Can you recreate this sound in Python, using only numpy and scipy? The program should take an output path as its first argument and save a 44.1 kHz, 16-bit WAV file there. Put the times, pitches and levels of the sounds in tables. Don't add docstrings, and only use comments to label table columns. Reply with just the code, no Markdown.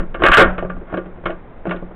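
import sys
import numpy as np
from scipy import signal
from scipy.fft import rfft, irfft
from scipy.io import wavfile

SR = 44100
rng = np.random.default_rng(int(sys.argv[2]) if len(sys.argv) > 2 else 0)


def unload_wav(signal):
    wavfile.write(
        sys.argv[1],
        SR,
        np.round(np.clip(np.atleast_2d(signal).T, -1, 1) * 32767).astype(np.int16),
    )


N = 85995
RING_S = .7
CLINK_HZ = 1985


def from_db(db):
    return 10 ** (np.asarray(db) / 20)


def rms_one(x):
    return x / np.sqrt(np.mean(x ** 2) + 1e-20)


def noise(spectrum, size):
    hz, db = np.transpose(spectrum)
    bins = np.maximum(np.arange(size // 2 + 1) * SR / size, 1)
    gain = from_db(np.interp(np.log(bins), np.log(hz), db))
    phases = np.exp(2j * np.pi * rng.random(len(bins)))
    return rms_one(irfft(gain * phases, size))


def fade(t, t60_s):
    return np.exp(-np.log(1000) * t / t60_s)


def split(x, hz):
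    pair = [signal.butter(2, hz, kind, fs=SR, output="sos") for kind in ("low", "high")]
    return [signal.sosfilt(np.vstack([sos, sos]), x + 1e-18) for sos in pair]


def add(out, s, x):
    start = max(int(s * SR), 0)
    out[start:start + len(x)] += x[:max(N - start, 0)]


# (time [s], ring level [dB], thud relative to the ring [dB], upper reach of the thud [Hz],
#  clink relative to the ring [dB], level of the housing's deep boom [dB])
SHAFT_CONTACTS = [(0.001, -18.5, 12, 400, -3.5, -27.5), (0.028, -24.5, 15.5, 400, -14, -37.5),
                  (0.144, -13.5, 3, 700, 1.5, -54), (0.22, -1.5, -0.5, 844, -9.5, -43),
                  (0.237, 6, -0.5, 800, -2, -27.5), (0.253, -0.5, -2.5, 800, 4.5, -43),
                  (0.2627, 8.5, -13, 800, 0, -25.5), (0.285, 5, -9, 800, -15, -31.5),
                  (0.317, 6.5, -13.5, 850, 2, -39), (0.3319, 9.5, -33, 850, 1.5, -32),
                  (0.337, 5, -16, 850, 12.5, -34), (0.3711, 13.5, -9.5, 850, 2, -34),
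                  (0.386, 7, 0, 850, -12, -15), (0.407, -1.5, 0, 850, 1.5, -11.5),
                  (0.42, 1.5, 0.5, 850, -2.5, -24.5), (0.581, -11.5, 0.5, 850, 1.5, -24.5),
                  (0.625, -21, 13, 850, -6.5, -41.5), (0.649, -22.5, 10.5, 750, -23, -22.5),
                  (0.698, -12, -3.5, 800, -11.5, -28.5), (0.765, -28.5, 8.5, 750, -34, -39),
                  (0.812, -34, 23.5, 420, -10, -33), (0.926, -22.5, 17.5, 620, -13, -36),
                  (0.9392, -13.5, 14, 600, -4, -22.5), (0.972, -17, 15, 520, 3.5, -51.5),
                  (1.059, -33, 17.5, 480, -1.5, -33.5), (1.174, -39.5, 25.5, 450, -5.5, -51),
                  (1.257, -9.5, 6.5, 480, 4.5, -23), (1.266, -15, 6, 460, -1, -32),
                  (1.285, -32.5, 0, 500, 2.5, -49), (1.304, -22, -6, 500, 4.5, -59.5),
                  (1.631, -48, 12.5, 700, -36, -50.5), (1.654, -19, 14, 550, -7.5, -33.5),
                  (1.669, -21.5, 16, 680, 1, -29), (1.68, -27, 8, 380, -7, -19.5),
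                  (1.694, -21, 7.5, 700, 5, -35), (1.7096, -10, 1, 700, 3, -30),
                  (1.725, -16.5, 3.5, 800, -4, -48), (1.743, -30, 17.5, 700, 0, -46),
                  (1.763, -33.5, 14, 700, 13.5, -49), (1.825, -38.5, 22, 750, -5, -29),
                  (1.911, -34, 12.5, 750, -32, -38)]
BOUNCE_DELAY_S, BOUNCE_LOSS_DB = .004, 11.5


def knocks():
    out = np.zeros(N)
    for s, db, thud_db, thud_hz, clink_db, boom_db in SHAFT_CONTACTS:
        blow = from_db(db) * gearbox(thud_db, thud_hz, clink_db)
        push = from_db(boom_db) * boom()
        add(out, s, blow + push)
        bounce = from_db(db - BOUNCE_LOSS_DB) * gearbox(thud_db, thud_hz, clink_db)
        add(out, s + BOUNCE_DELAY_S * (.5 + rng.random()), bounce)
    return out


# (frequency [Hz], relative level [dB], t60 [s])
HOUSING_MODES = [(335, -18, .16), (366, -20, .17), (431, -23, .15), (535, -20, .17), (566, -23, .16),
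                 (630, -22, .16), (661, -21, .14), (1083, -21, .18), (1118, -21, .15), (1175, -16, .19),
                 (1378, -22, .13), (1425, -18, .2), (1624, -22, .15)]
# (frequency [Hz], relative level [dB], t60 [s])
GEAR_MODES = [(1247, -24, .14), (1475, -24, .12), (1565, -23, .14), (1725, -24, .1), (1832, -24, .14),
              (2172, -27, .12), (2238, -28, .11), (2515, -30, .12), (2740, -30, .09), (2935, -30, .1),
              (3170, -34, .09)]
MODES_DB, MODE_SPREAD_DB, MODE_DETUNE = -1, 2, .003
# (frequency [Hz], relative level [dB])
CRACK_SPECTRUM = [(100, -27), (250, -6.5), (370, -3.5), (600, 5), (880, -3), (1150, 0), (1500, 5),
                  (2000, -9.5), (2900, -11.5), (3800, -24)]
CRACK_DB, CRACK_T60_S = -8, 0.059
ROOM_DB, ROOM_T60_S, ROOM_TREBLE_T60_S = -24.5, 0.38, 0.25


def gearbox(thud_db, thud_hz, clink_db):
    t = np.arange(int(RING_S * SR)) / SR
    hz, db, t60 = np.transpose(HOUSING_MODES + GEAR_MODES)
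    hz = hz * (1 + MODE_DETUNE * rng.standard_normal(len(hz)))
    level_db = MODES_DB + db + MODE_SPREAD_DB * rng.standard_normal(len(hz))
    strength = from_db(level_db) * rng.choice([-1, 1], len(hz))
    modes = strength @ (np.sin(2 * np.pi * hz[:, None] * t) * fade(t, t60[:, None]))

    crack = from_db(CRACK_DB) * noise(CRACK_SPECTRUM, len(t)) * fade(t, CRACK_T60_S)
    dull, bright = split(noise(CRACK_SPECTRUM, len(t)), CLINK_HZ)
    room = from_db(ROOM_DB) * (dull * fade(t, ROOM_T60_S) + bright * fade(t, ROOM_TREBLE_T60_S))

    thud, rest = split(modes + crack + room, thud_hz)
    ring, clink = split(rest, CLINK_HZ)
    return from_db(thud_db) * thud + ring + from_db(clink_db) * clink


BOOM_HZ, BOOM_T60_S = 180.6, 0.39
BOOM_DETUNE = .012


def boom():
    t = np.arange(int(RING_S * SR)) / SR
    hz = BOOM_HZ * (1 + BOOM_DETUNE * rng.standard_normal())
    return np.sin(2 * np.pi * hz * t) * fade(t, BOOM_T60_S)


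# (start [s], end [s], level half a swell above the end [dB], swell on the way [dB],
#  thud relative to the ring [dB])
SHAFT_SLIDES = [(0.19, 0.226, -19.5, 9.5, 9.5), (0.281, 0.36, -7, 8, -23.5), (0.371, 0.427, -7, -7.5, -0.5),
                (0.87, 0.922, -34, 4, -2.5), (1.237, 1.242, -24, 6.5, 5.5), (1.287, 1.322, -41.5, -4, 11),
                (1.649, 1.755, -45.5, 0.5, 12.5)]
SLIPS_PER_S, SLIDE_CLINK_DB = 900, -5.5
SLIDE_THUD_HZ = 790


def slides():
    out, t = np.zeros(N), np.arange(N) / SR
    for start, end, db, swell_db, thud_db in SHAFT_SLIDES:
        along = (t - start) / (end - start)
        sliding = (along > 0) & (along < 1)
        slips = (rng.random(N) < SLIPS_PER_S / SR) * rng.standard_normal(N) * sliding
        force = slips * from_db(db + swell_db * (np.clip(along, 0, 1) - 1.5))
        out += signal.fftconvolve(force, gearbox(thud_db, SLIDE_THUD_HZ, SLIDE_CLINK_DB))[:N]
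    return out


# (time [s], level before RUMBLE_DB [dB])
RUMBLE_COURSE = [(0.0, -19), (0.118, -32), (0.308, -17.5), (0.336, -31), (0.476, -10), (0.542, -29),
                 (0.678, -26.5), (0.716, -33.5), (0.776, -22.5), (0.862, -40), (1.248, -32.5), (1.542, -38),
                 (1.564, -36), (1.95, -37)]
# (frequency [Hz], relative level [dB])
RUMBLE_SPECTRUM = [(10, -8.5), (20, 0.5), (30, -6), (44, -15.5), (72, -22.5), (105, -25.5), (160, -23.5),
                   (300, -29), (600, -79.5)]
RUMBLE_DB = 1


def rumble():
    s, db = np.transpose(RUMBLE_COURSE)
    level_db = RUMBLE_DB + np.interp(np.arange(N) / SR, s, db)
    return from_db(level_db) * noise(RUMBLE_SPECTRUM, N)


# (frequency [Hz], relative level [dB])
WORKSHOP_SPECTRUM = [(40, 6), (150, -2.5), (500, -1), (900, -7.5), (1400, -12.5), (2100, -18), (2800, -28),
                     (3800, -32.5)]
WORKSHOP_DB = -40.5


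def workshop():
    return from_db(WORKSHOP_DB) * noise(WORKSHOP_SPECTRUM, N)


def scene():
    return (knocks() + slides() + rumble() + workshop())[None]


LOW_PASS_HZ, OVERLOAD_LEVEL, OVERLOAD_HARDNESS, CLIP_LEVEL = 3755, 0.66, 7.25, 0.67
CUTOFF_HZ = 15800


def record(dry):
    drive = np.abs(dry / OVERLOAD_LEVEL) ** OVERLOAD_HARDNESS
    saturated = dry / (1.5 + drive) ** (1 / OVERLOAD_HARDNESS)
    hz = np.arange(N + 1) * SR / (2 * N)
    low_pass = 1 / np.sqrt(1 + (hz / LOW_PASS_HZ) ** 40)
    narrowed = irfft(rfft(saturated, 2 * N) * low_pass)[:, :N]
    clipped = np.clip(narrowed, -CLIP_LEVEL, CLIP_LEVEL)
    top_cut = signal.cheby2(16, 80, CUTOFF_HZ + 600, fs=SR, output="sos")
    return signal.sosfilt(top_cut, clipped)


dry = scene()
out = record(dry)
unload_wav(out)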